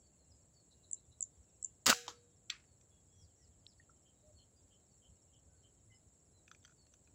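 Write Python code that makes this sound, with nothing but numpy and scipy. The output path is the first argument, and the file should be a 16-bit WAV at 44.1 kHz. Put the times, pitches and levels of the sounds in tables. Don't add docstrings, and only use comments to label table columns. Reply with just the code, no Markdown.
import sys
import numpy as np
from scipy import signal
from scipy.fft import rfft, irfft, next_fast_len
from scipy.io import wavfile

SR = 44100
rng = np.random.default_rng(int(sys.argv[2]) if len(sys.argv) > 2 else 0)


def store_pcm(level_fs):
    pcm = np.round(np.clip(level_fs, -1, 1) * 32767).astype(np.int16)
    wavfile.write(sys.argv[1], SR, np.atleast_2d(pcm).T)


N = 314874
T = np.arange(N) / SR
LN_1000 = np.log(1000)

# [f/Hz, relative level/dB per Hz]
DRONE_COLOUR = [(6000, -32.5), (6250, -20), (6450, -10), (7000, -2.5), (7350, 0), (7600, 3.5), (7850, -2.5),
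                (8050, -14), (8500, -25.5), (9000, -19.5), (9500, -26.5), (10800, -29), (11500, -35)]
# [f/Hz, relative level/dB per Hz]
AIR_FLOOR_COLOUR = [(76, -30.5), (130, 1.5), (415, -5.5), (608, -7.5), (1070, -18.5), (2030, -23.5),
                    (2550, -25.5), (3070, -25.5), (3520, -27.5), (4360, -24.5), (5000, -36.5),
                    (6500, -51.5), (11000, -120)]
# [f/Hz, relative level/dB per Hz]
HISS_COLOUR = [(2000, -20), (4000, 6), (10000, 0.5), (11500, -11), (13800, -7.5), (15000, 5), (15600, 0.5),
               (16200, -17.5)]
# [f/Hz, relative level/dB per Hz]
RUMBLE_COLOUR = [(20, -28), (40, -11.5), (65, 0.5), (95, 1), (130, -6.5), (200, -18.5), (400, -40.5)]
# [t/s, level/dB]
RUMBLE_SWELLS = [(.34, -66), (1.1, -66.5), (1.399, -63.5), (3.22, -60.5), (3.6, -65), (4.36, -64.5),
                 (5.11, -64.5), (5.89, -65.5)]
# [f/Hz, relative level/dB per Hz]
CHURR_COLOUR = [(7500, -20), (7800, 0.5), (8200, -2.5), (8500, -17)]
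# [t/s, starting f/Hz, level/dB before the common gain]
WHISTLES = [(.01, 4630, -79.5), (.16, 4380, -82), (0.529, 4590, -72.5), (2.13, 4600, -77.5),
            (2.66, 4520, -81), (4.34, 4440, -72.5), (4.87, 4610, -80.5), (5.55, 4470, -78),
            (6.33, 4120, -80), (6.76, 4566, -74.5)]
# [first t/s, number of calls, gap/s, gap change per call/s,
# length/s, f/Hz, level/dB before the common gain]
RASP_RUNS = [(.703, 4, .124, 0.0112, 0.044, 3990, -69.5), (4.047, 6, .33, -0.0079, 0.074, 3110, -73.5)]
# [t/s, length/s, top f/Hz, level/dB before the common gain]
ARCHES = [(3.134, .14, 5920, -73.5), (3.354, .125, 5880, -74.5), (3.655, .085, 5370, -70)]
# [t/s, length/s, middle f/Hz, level/dB before the common gain]
LEVEL_NOTES = [(0.314, 0.016, 5010, -68), (.683, .18, 2820, -89), (2.898, 0.13, 3350, -80.5),
               (3.071, 0.18, 3330, -80), (3.234, .028, 4720, -73), (3.386, 0.052, 1954, -78.5),
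               (3.776, 0.034, 4480, -75.5), (4.22, .11, 608, -66.5), (4.555, 0.048, 4810, -73),
               (5.479, .14, 1509, -82), (5.895, .055, 2060, -71.5), (5.917, 0.027, 2980, -68),
               (5.94, .03, 5210, -69.5)]
# [t/s, first chip's top f/Hz, first level/dB, second level/dB]
DOUBLE_CHIPS = [(0.9118, 8020, -36, -27.5), (1.2062, 7785, -29.5, -26.5), (1.6262, 7860, -34, -28)]
# [t/s, length/s, f approached/Hz, level/dB, start drop/share of f, sweep time/share of length]
LONE_CHIP = (3.6653, .0033, 5150, -44, .64, .5)
# [t/s, relative level/dB, f/Hz]
PLOPS = [(3.798, -57, 1870), (3.895, -56.5, 1340)]
# [t/s, relative level/dB, ring f/Hz, ring t60/s]
CLICKS = [(2.8114, -56.5, 5790, .015), (6.479, -46, 2554, .016), (6.5139, -42, 1360, .017),
          (6.548, -51.5, 2410, .02), (6.629, -66, 3550, .03), (6.641, -57, 6070, .015),
          (6.6492, -46, 3240, 0.023), (6.655, -52, 4570, 0.014), (6.8676, -57, 4330, .012),
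          (6.9384, -51.5, 6120, 0.019), (7.0738, -61, 2490, 0.023)]
# [f/Hz, relative level/dB per Hz]
CLICK_COLOUR = [(600, -25), (1400, 6), (1900, -2), (2500, -9.5), (3400, -1), (4600, -13), (5300, -11),
                (6200, 6.5), (7000, -21), (8000, -48), (14000, -24)]
HOUSING_MODES = [1430, 2460, 3430, 4640, 6140]
# [t/s, relative level/dB, t60/s]
SLAP_BLOWS = [(2.4975, -41, 0.029), (2.5003, -27, 0.021), (2.5045, -40, 0.011), (2.508, -49, 0.085)]
# [f/Hz, relative level/dB per Hz]
SLAP_COLOUR = [(300, -48), (900, -44), (1300, -0.5), (2000, -6), (2600, 3), (3300, 1), (4200, 2),
               (5200, -6), (6200, 0.5), (6900, -27), (7500, -10), (8400, -27), (12000, -33), (15000, -28)]
# [f/Hz, level/dB, t60/s]
TARGET_MODES = [(1630, -54, 0.092), (1920, -48.5, 0.097), (2470, -39.5, 0.043), (2550, -57, 0.25),
                (3670, -47, 0.071), (4030, -39, 0.058), (4480, -43.5, 0.086), (6200, -62, 0.17),
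                (7450, -42, 0.057)]
# [t/s, level/dB, t60/s]; a zero t60 is silent
KNOCK_BLOWS = [(2.066, -52.5, 0.02), (2.0765, -56, 0), (2.0798, -45, 0.16)]
# [f/Hz, bandwidth/Hz, relative level/dB]
STOCK_MODES = [(858, 48, -1.5), (977, 60, 2.5), (1170, 53, -2.5), (1640, 120, -11), (3190, 110, 5.5),
               (3700, 144, 8.5), (4230, 140, 1), (5470, 170, 4), (7100, 70, -10)]
# [t/s, bright clash level/dB, low thud level/dB before the bass cut]
ACTION_CONTACTS = [(1.8591, -26, -41), (1.865, -15.5, -26.5), (1.869, -26, -38), (1.8774, -25, -23.5),
                   (1.8872, -27, -25), (1.894, -28, -22), (1.8955, -21, -30), (1.9, -15, -24),
                   (1.907, -26.5, -40)]
# [f/Hz, relative level/dB per Hz]
CLASH_COLOUR = [(900, -24.5), (1500, -9.5), (1920, -2), (2390, -12.5), (3000, -1.5), (3880, -5.5),
                (4200, -5), (4870, 1.5), (5940, -9), (7030, 0.5), (8490, -12), (10500, -18.5), (12600, -28),
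                (15000, -12), (16000, -15)]
# [f/Hz, relative level/dB per Hz]
THUD_COLOUR = [(80, -6.5), (170, -8), (240, 6), (340, -8), (550, -2), (720, -6.5), (1050, -4), (1450, 0),
               (1900, -7), (3000, -28.5), (8000, -48.5)]
# [f/Hz, relative level/dB per Hz]
BLAST_COLOUR = [(24, -46.5), (60, -16.5), (231, -7.5), (467, -19), (556, -6), (852, -9), (1370, -10),
                (2380, -9.5), (2700, -8), (3930, -11.5), (4680, -6), (5180, -12.5), (7000, -8.5),
                (10700, -27), (16000, -21.5)]
# [t/s, f/Hz, level/dB]
SQUAWK = [(1.897, 1248, -90), (1.903, 1307, -30), (1.912, 1448, -33), (1.92, 1370, -29.5),
          (1.924, 1235, -34.5), (1.928, 1280, -26), (1.931, 1550, -34.5), (1.938, 1600, -85.5)]
# [f/Hz, level/dB, t60/s]
STEEL_MODES = [(479.2, -49, 1.0), (749, -44, 0.37), (1266, -44, .18), (1320, -35, .13), (1496, -36, .17),
               (1678, -40, 0.17), (1961, -39, 0.16), (2790, -47, .33), (3497, -40, .14), (3870, -55, .7),
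               (4600, -49, .36), (4773, -36, .16), (5125, -48, .35), (6030, -52, .35), (6825, -37, 0.19),
               (7215, -48, .33)]
# [f/Hz, relative level/dB per Hz]
TAIL_COLOUR = [(200, -22.5), (400, -7.5), (620, -15.5), (780, -10), (1100, -18.5), (1550, -7), (1900, -12),
               (3800, -6), (5000, -5), (7300, 0), (8600, -17), (11000, -17.5), (13000, -24), (15300, -12)]

DRONE_DB, AIR_FLOOR_DB, HISS_DB = -73.5, -75.5, -90.0
BREEZE_DB, GUSTS_PER_S, GUST_DB = -72, 13, 1.56
SWELL_WIDTH_S = 0.039
FAST_CRICKET_PER_S, SLOW_CRICKET_PER_S = 116, 16.8
WHISTLE_S, WHISTLE_DROOP_HZ, WHISTLE_ROUGH = 0.098, 335, 0.14
RASP_ROUGH = 0.52
ARCH_BEND, ARCH_TOP_AT, ARCH_ROUGH = 0.87, 0.3, 0.35
NOTE_SAG, NOTE_ROUGH = 0.018, 0.096
FLICKER_PER_S, FLICKER_DB = 45, 2.0
CHIP_GAP_S, FIRST_CHIP_S, SECOND_CHIP_S, SECOND_CHIP_DROP_HZ = 0.0186, 0.0044, 0.0057, 490
BOUNCE_S, BOUNCE_DB, BOUNCE_HZ = 6.6776, -55.5, 1440
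BOUNCE_GAP_S, BOUNCE_SHRINK, BOUNCE_LOSS_DB = 0.0172, 0.83, 3
CLASH_T60_S, THUD_T60_S = 0.024, 0.018
BLAST_S, BLAST_HOLD_S, BLAST_ATTACK_S, BLAST_T60_S, BLAST_DB = 1.859, 0.053, 0.0029, 0.098, -31.5
RECOIL_S, RECOIL_RISE_S, RECOIL_T60_S, RECOIL_DB = 1.866, 0.012, 0.16, -44
CUTOFF_HZ = 15900


def from_db(db):
    return 10 ** (np.asarray(db) / 20)


def rms_one(x):
    return x / np.sqrt(np.mean(x ** 2) + 1e-20)


def in_time(rows):
    times, *columns = np.transpose(rows)
    return [np.interp(T, times, column) for column in columns]


def noise(spectrum, size=2 ** 15):
    hz, db = np.transpose(spectrum)
    size = next_fast_len(size)
    log_f = np.log(np.maximum(np.fft.rfftfreq(size, 1 / SR), 1))
    outside = np.abs(log_f - np.clip(log_f, np.log(hz[0]), np.log(hz[-1])))
    gain = from_db(np.interp(log_f, np.log(hz), db) - 60 * outside)
    coloured = irfft(rfft(rng.standard_normal(size)) * gain, size)
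    return np.resize(rms_one(coloured), N)


def drift(rate):
    knots = rng.standard_normal(N // 8)
    return rms_one(np.interp(T * rate, np.arange(len(knots)), knots))


def decay(start, t60, rise=0.0004):
    out = np.zeros(N)
    at = slice(*np.searchsorted(T, [start, start + 2 * t60]))
    age = T[at] - start
    out[at] = (1 - np.exp(-age / rise)) * np.exp(-LN_1000 * age / t60)
    return out


def blows(rows):
    return np.sqrt(sum((from_db(db) * decay(s, t60)) ** 2 for s, db, t60 in rows))


def mode(start, hz, t60):
    out = decay(start, t60)
    at = np.flatnonzero(out)
    out[at] *= np.sin(2 * np.pi * hz * (T[at] - start))
    return out


def delayed(x, seconds):
    return np.interp(T - seconds, T, x, left=0)


def reeds(x, t60):
    age = T[:SR // 2]
    response = rng.standard_normal(len(age)) * np.exp(-LN_1000 * age / t60)
    return signal.fftconvolve(x, response / np.linalg.norm(response))[:N]


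def high_pass(x, order, hz):
    return signal.sosfilt(signal.butter(order, hz, "high", fs=SR, output="sos"), x)


def marsh():
    drone_level = from_db(DRONE_DB + 0.6 * drift(25) + 0.17 * drift(2))
    drone = drone_level * noise(DRONE_COLOUR, size=N)
    air = from_db(AIR_FLOOR_DB + 0.24 * drift(5.3)) * noise(AIR_FLOOR_COLOUR, size=N)
    hiss = from_db(HISS_DB + 0.79 * drift(3.7)) * noise(HISS_COLOUR, size=N)
    breeze = from_db(BREEZE_DB + GUST_DB * drift(GUSTS_PER_S))
    swells = sum(from_db(db) * np.exp(-((T - s) / SWELL_WIDTH_S) ** 2) for s, db in RUMBLE_SWELLS)
    rumble = np.hypot(breeze, swells) * noise(RUMBLE_COLOUR, size=N)
    return drone + air + rumble + hiss


def churr(per_s=11.0, unevenness=0.12, level_db=-80.5):
    strokes = np.cumsum(per_s * (1 + unevenness * drift(8))) / SR
    return from_db(level_db) * np.sin(np.pi * strokes) ** 2 * noise(CHURR_COLOUR, size=N)


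def cricket(per_s, top_hz, fall_hz, duty, level_db):
    stroke = np.cumsum(per_s * (1 + 0.041 * drift(7.1))) / SR % 1
    u = np.minimum(stroke / duty, 1)
    pitch = top_hz - fall_hz * u + 55 * drift(120)
    tone = np.sin(np.pi * u) * np.sin(2 * np.pi * np.cumsum(pitch) / SR)
    return from_db(level_db + 2.7 * drift(22)) * (tone + from_db(-8.5) * reeds(tone, t60=0.1))


def far_twitter(level_db=-89, count=70):
    out, shake = np.zeros(N), drift(500)
    for when, high, long, slope in rng.random((count, 4)):
        u = np.linspace(0, 1, int(SR * (0.025 + 0.045 * long)))
        at = int(when * (N - len(u))) + np.arange(len(u))
        slur = 1 + 0.35 * (slope - 0.6) * u
        pitch = (2600 + 2400 * high) * slur + 60 * shake[at]
        out[at] += np.sin(np.pi * u) * np.sin(2 * np.pi * np.cumsum(pitch) / SR)
    return from_db(level_db) * (out + from_db(-3) * reeds(out, t60=0.3))


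def call(s, length, db, contour, shake):
    out = np.zeros(N)
    at = slice(*np.searchsorted(T, [s, s + length]))
    u = (T[at] - s) / length
    phase = 2 * np.pi * np.cumsum(contour(u) + shake[at]) / SR
    out[at] = from_db(db) * np.sin(np.pi * u) * np.sin(phase)
    return out


def far_birds(rasp_hz=260):
    shake = rasp_hz * drift(900)
    out = np.zeros(N)
    for s, hz, db in WHISTLES:
        out += call(s, WHISTLE_S, db, lambda u: hz - WHISTLE_DROOP_HZ * u ** 1.5, WHISTLE_ROUGH * shake)
    for s, length, hz, db in ARCHES:
        out += call(s, length, db, lambda u: hz * (1 - ARCH_BEND * (u - ARCH_TOP_AT) ** 2), ARCH_ROUGH * shake)
    for s, length, hz, db in LEVEL_NOTES:
        out += call(s, length, db, lambda u: hz * (1 - NOTE_SAG * (u - 0.5)), NOTE_ROUGH * shake)
    for first, calls, gap, change, length, hz, db in RASP_RUNS:
        for k in range(round(calls)):
            start = first + k * gap + change * k * (k - 1) / 2
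            out += call(start, length, db, lambda u: hz, RASP_ROUGH * shake)
    out = out * from_db(FLICKER_DB * drift(FLICKER_PER_S))
    return from_db(-1.5) * out + from_db(-3.5) * reeds(out, t60=0.17)


def plops():
    out = np.zeros(N)
    for s, db, hz in PLOPS:
        out += from_db(db + 8.0) * decay(s, t60=0.023, rise=0.005) * np.sin(2 * np.pi * hz * T)
    return from_db(5) * out + from_db(-7.0) * reeds(out, t60=0.17)


def chip(s, length, top_hz, db, start_share=0.45, sweep=0.14):
    out = np.zeros(N)
    at = slice(*np.searchsorted(T, [s, s + length]))
    u = (T[at] - s) / length
    pitch = top_hz * (1 - start_share * np.exp(-u / sweep))
    out[at] = from_db(db) * np.sin(np.pi * u) ** 2 * np.sin(2 * np.pi * np.cumsum(pitch) / SR)
    return out


def near_bird():
    out = np.zeros(N)
    for s, hz, first_db, second_db in DOUBLE_CHIPS:
        out += chip(s, FIRST_CHIP_S, hz, first_db)
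        out += chip(s + CHIP_GAP_S, SECOND_CHIP_S, hz - SECOND_CHIP_DROP_HZ, second_db)
    ground = from_db(-13.0) * delayed(out, 0.0108) + from_db(-16.0) * delayed(out, 0.013)
    return out + ground + from_db(-12.5) * reeds(out, t60=0.16)


def bounces(t60=0.025, count=4):
    k = np.arange(count)
    gaps = BOUNCE_GAP_S * BOUNCE_SHRINK ** k
    starts = BOUNCE_S + np.cumsum(gaps) - gaps
    levels = BOUNCE_DB - BOUNCE_LOSS_DB * k
    return [(s, db, BOUNCE_HZ, t60) for s, db in zip(starts, levels)]


def handling():
    clicks = CLICKS + bounces()
    tick = blows([(s, db - 9, 1.06 * t60) for s, db, hz, t60 in clicks]) * noise(CLICK_COLOUR)
    ring = np.zeros(N)
    age = T[:SR // 20]
    chances = rng.standard_normal((len(clicks), len(HOUSING_MODES)))
    for (s, db, hz, t60), chance in zip(clicks, chances):
        others = sum(from_db(1.9 * c - 15) * np.sin(2 * np.pi * f * age) for f, c in zip(HOUSING_MODES, chance))
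        at = int(s * SR)
        envelope = from_db(db - 3.5) * decay(0, t60)[:len(age)]
        ring[at:at + len(age)] += envelope * (np.sin(2 * np.pi * hz * age) + others)
    thin = high_pass(tick + ring, 3, 1150)
    return thin + from_db(-11.5) * reeds(thin, t60=0.08)


def slap():
    hit = from_db(-1.0) * blows(SLAP_BLOWS) * noise(SLAP_COLOUR)
    ring = sum(from_db(db) * mode(SLAP_BLOWS[1][0], hz, t60) for hz, db, t60 in TARGET_MODES)
    trail = from_db(-55.5 + 2.5 * drift(120)) * decay(2.515, t60=0.29, rise=0.0031)
    echo = trail * noise([(800, -19), (1200, -4.5), (2300, -3.0), (3300, -7.5), (4400, -10),
                          (6200, -15), (7500, -22)])
    return high_pass(hit + ring + echo, 4, 950)


def knock():
    body = np.zeros(N)
    for hz, width, db in STOCK_MODES:
        t60 = LN_1000 / (np.pi * width)
        body += from_db(db - 42.0) * mode(KNOCK_BLOWS[-1][0], hz, t60)
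    note_colour = noise([(1190, -30), (1310, 16), (1350, -1), (1450, -36)])
    note = from_db(-60.0) * decay(2.098, t60=0.18, rise=0.0029) * note_colour
    rattle_colour = noise([(300, 4), (650, -6), (800, -7), (1100, 5), (2200, -7.5), (3400, -2.5),
                           (4800, -3.5), (7000, 1.5), (8500, -22.5), (15000, -29)])
    rattle = blows(KNOCK_BLOWS) * rattle_colour
    return body + from_db(-22) * reeds(body, t60=0.068) + rattle + note


def coils(start, t60, count=170):
    age, out = T[:SR * 3 // 4], np.zeros(N)
    hz, db = np.transpose(TAIL_COLOUR)
    ring = 0
    for place, turn, size in rng.random((count, 3)):
        f = 1200 * 13 ** place
        gain = from_db(np.interp(f, hz, db) + 8 * size) * np.sqrt(f)
        damping = np.exp(-LN_1000 * age / t60 * (f / 5000) ** 0.23)
        ring = ring + gain * damping * np.sin(2 * np.pi * (f * age + turn))
    out[:len(age)] = ring / np.std(ring[:SR // 100]) * (1 - np.exp(-age / 0.0085))
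    return delayed(out, start)


def action():
    clash = blows([(s, db, CLASH_T60_S) for s, db, low in ACTION_CONTACTS]) * noise(CLASH_COLOUR)
    thud = blows([(s, low, THUD_T60_S) for s, db, low in ACTION_CONTACTS]) * noise(THUD_COLOUR)
    return clash, high_pass(thud, 2, 130)


def blast():
    age = np.maximum(T - BLAST_S, 0)
    swell = 1 - np.exp(-age / BLAST_ATTACK_S)
    fall = np.exp(-LN_1000 * np.clip(age - BLAST_HOLD_S, 0, 1) / BLAST_T60_S)
    return from_db(BLAST_DB) * swell * fall * noise(BLAST_COLOUR)


def valve_squawk():
    pitch, level_db = in_time(SQUAWK)
    phase = 2 * np.pi * np.cumsum(pitch * (1 + 0.085 * drift(900))) / SR
    flutter = (1 + 0.39 * drift(700)) * (np.sin(phase) + from_db(-8.5) * np.sin(2 * phase))
    sounding = (T < SQUAWK[-1][0]) * (T > SQUAWK[0][0])
    return from_db(level_db) * rms_one(flutter) * sounding


def shot():
    clash, thud = action()
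    recoil = from_db(RECOIL_DB) * decay(RECOIL_S, RECOIL_T60_S, RECOIL_RISE_S) * noise(RUMBLE_COLOUR)
    steel = sum(from_db(db) * mode(ACTION_CONTACTS[1][0], hz, t60) for hz, db, t60 in STEEL_MODES)
    steel = steel + from_db(-36) * coils(1.882, t60=0.39)
    scatter_level = from_db(-44 + 2.2 * drift(99)) * decay(1.875, t60=0.38, rise=0.012)
    scatter = scatter_level * noise(TAIL_COLOUR)
    bank = from_db(-21) * delayed(clash, 0.036)
    return clash + thud + blast() + recoil + valve_squawk() + steel + scatter + bank


def scene():
    slow_cricket = cricket(per_s=SLOW_CRICKET_PER_S, top_hz=5903, fall_hz=680, duty=0.43, level_db=-83.5)
    fast_cricket = cricket(per_s=FAST_CRICKET_PER_S, top_hz=10990, fall_hz=1700.6, duty=0.75, level_db=-89.0)
    insects = slow_cricket + fast_cricket + churr()
    birds = far_twitter() + far_birds() + chip(*LONE_CHIP) + near_bird()
    rifle = handling() + slap() + knock() + shot()
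    return (marsh() + insects + birds + plops() + rifle)[None, :]


def record(dry):
    thin = high_pass(dry, 2, 32)
    return signal.sosfilt(signal.ellip(10, 0.2, 80, CUTOFF_HZ, fs=SR, output="sos"), thin)


dry = scene()
out = record(dry)
store_pcm(out)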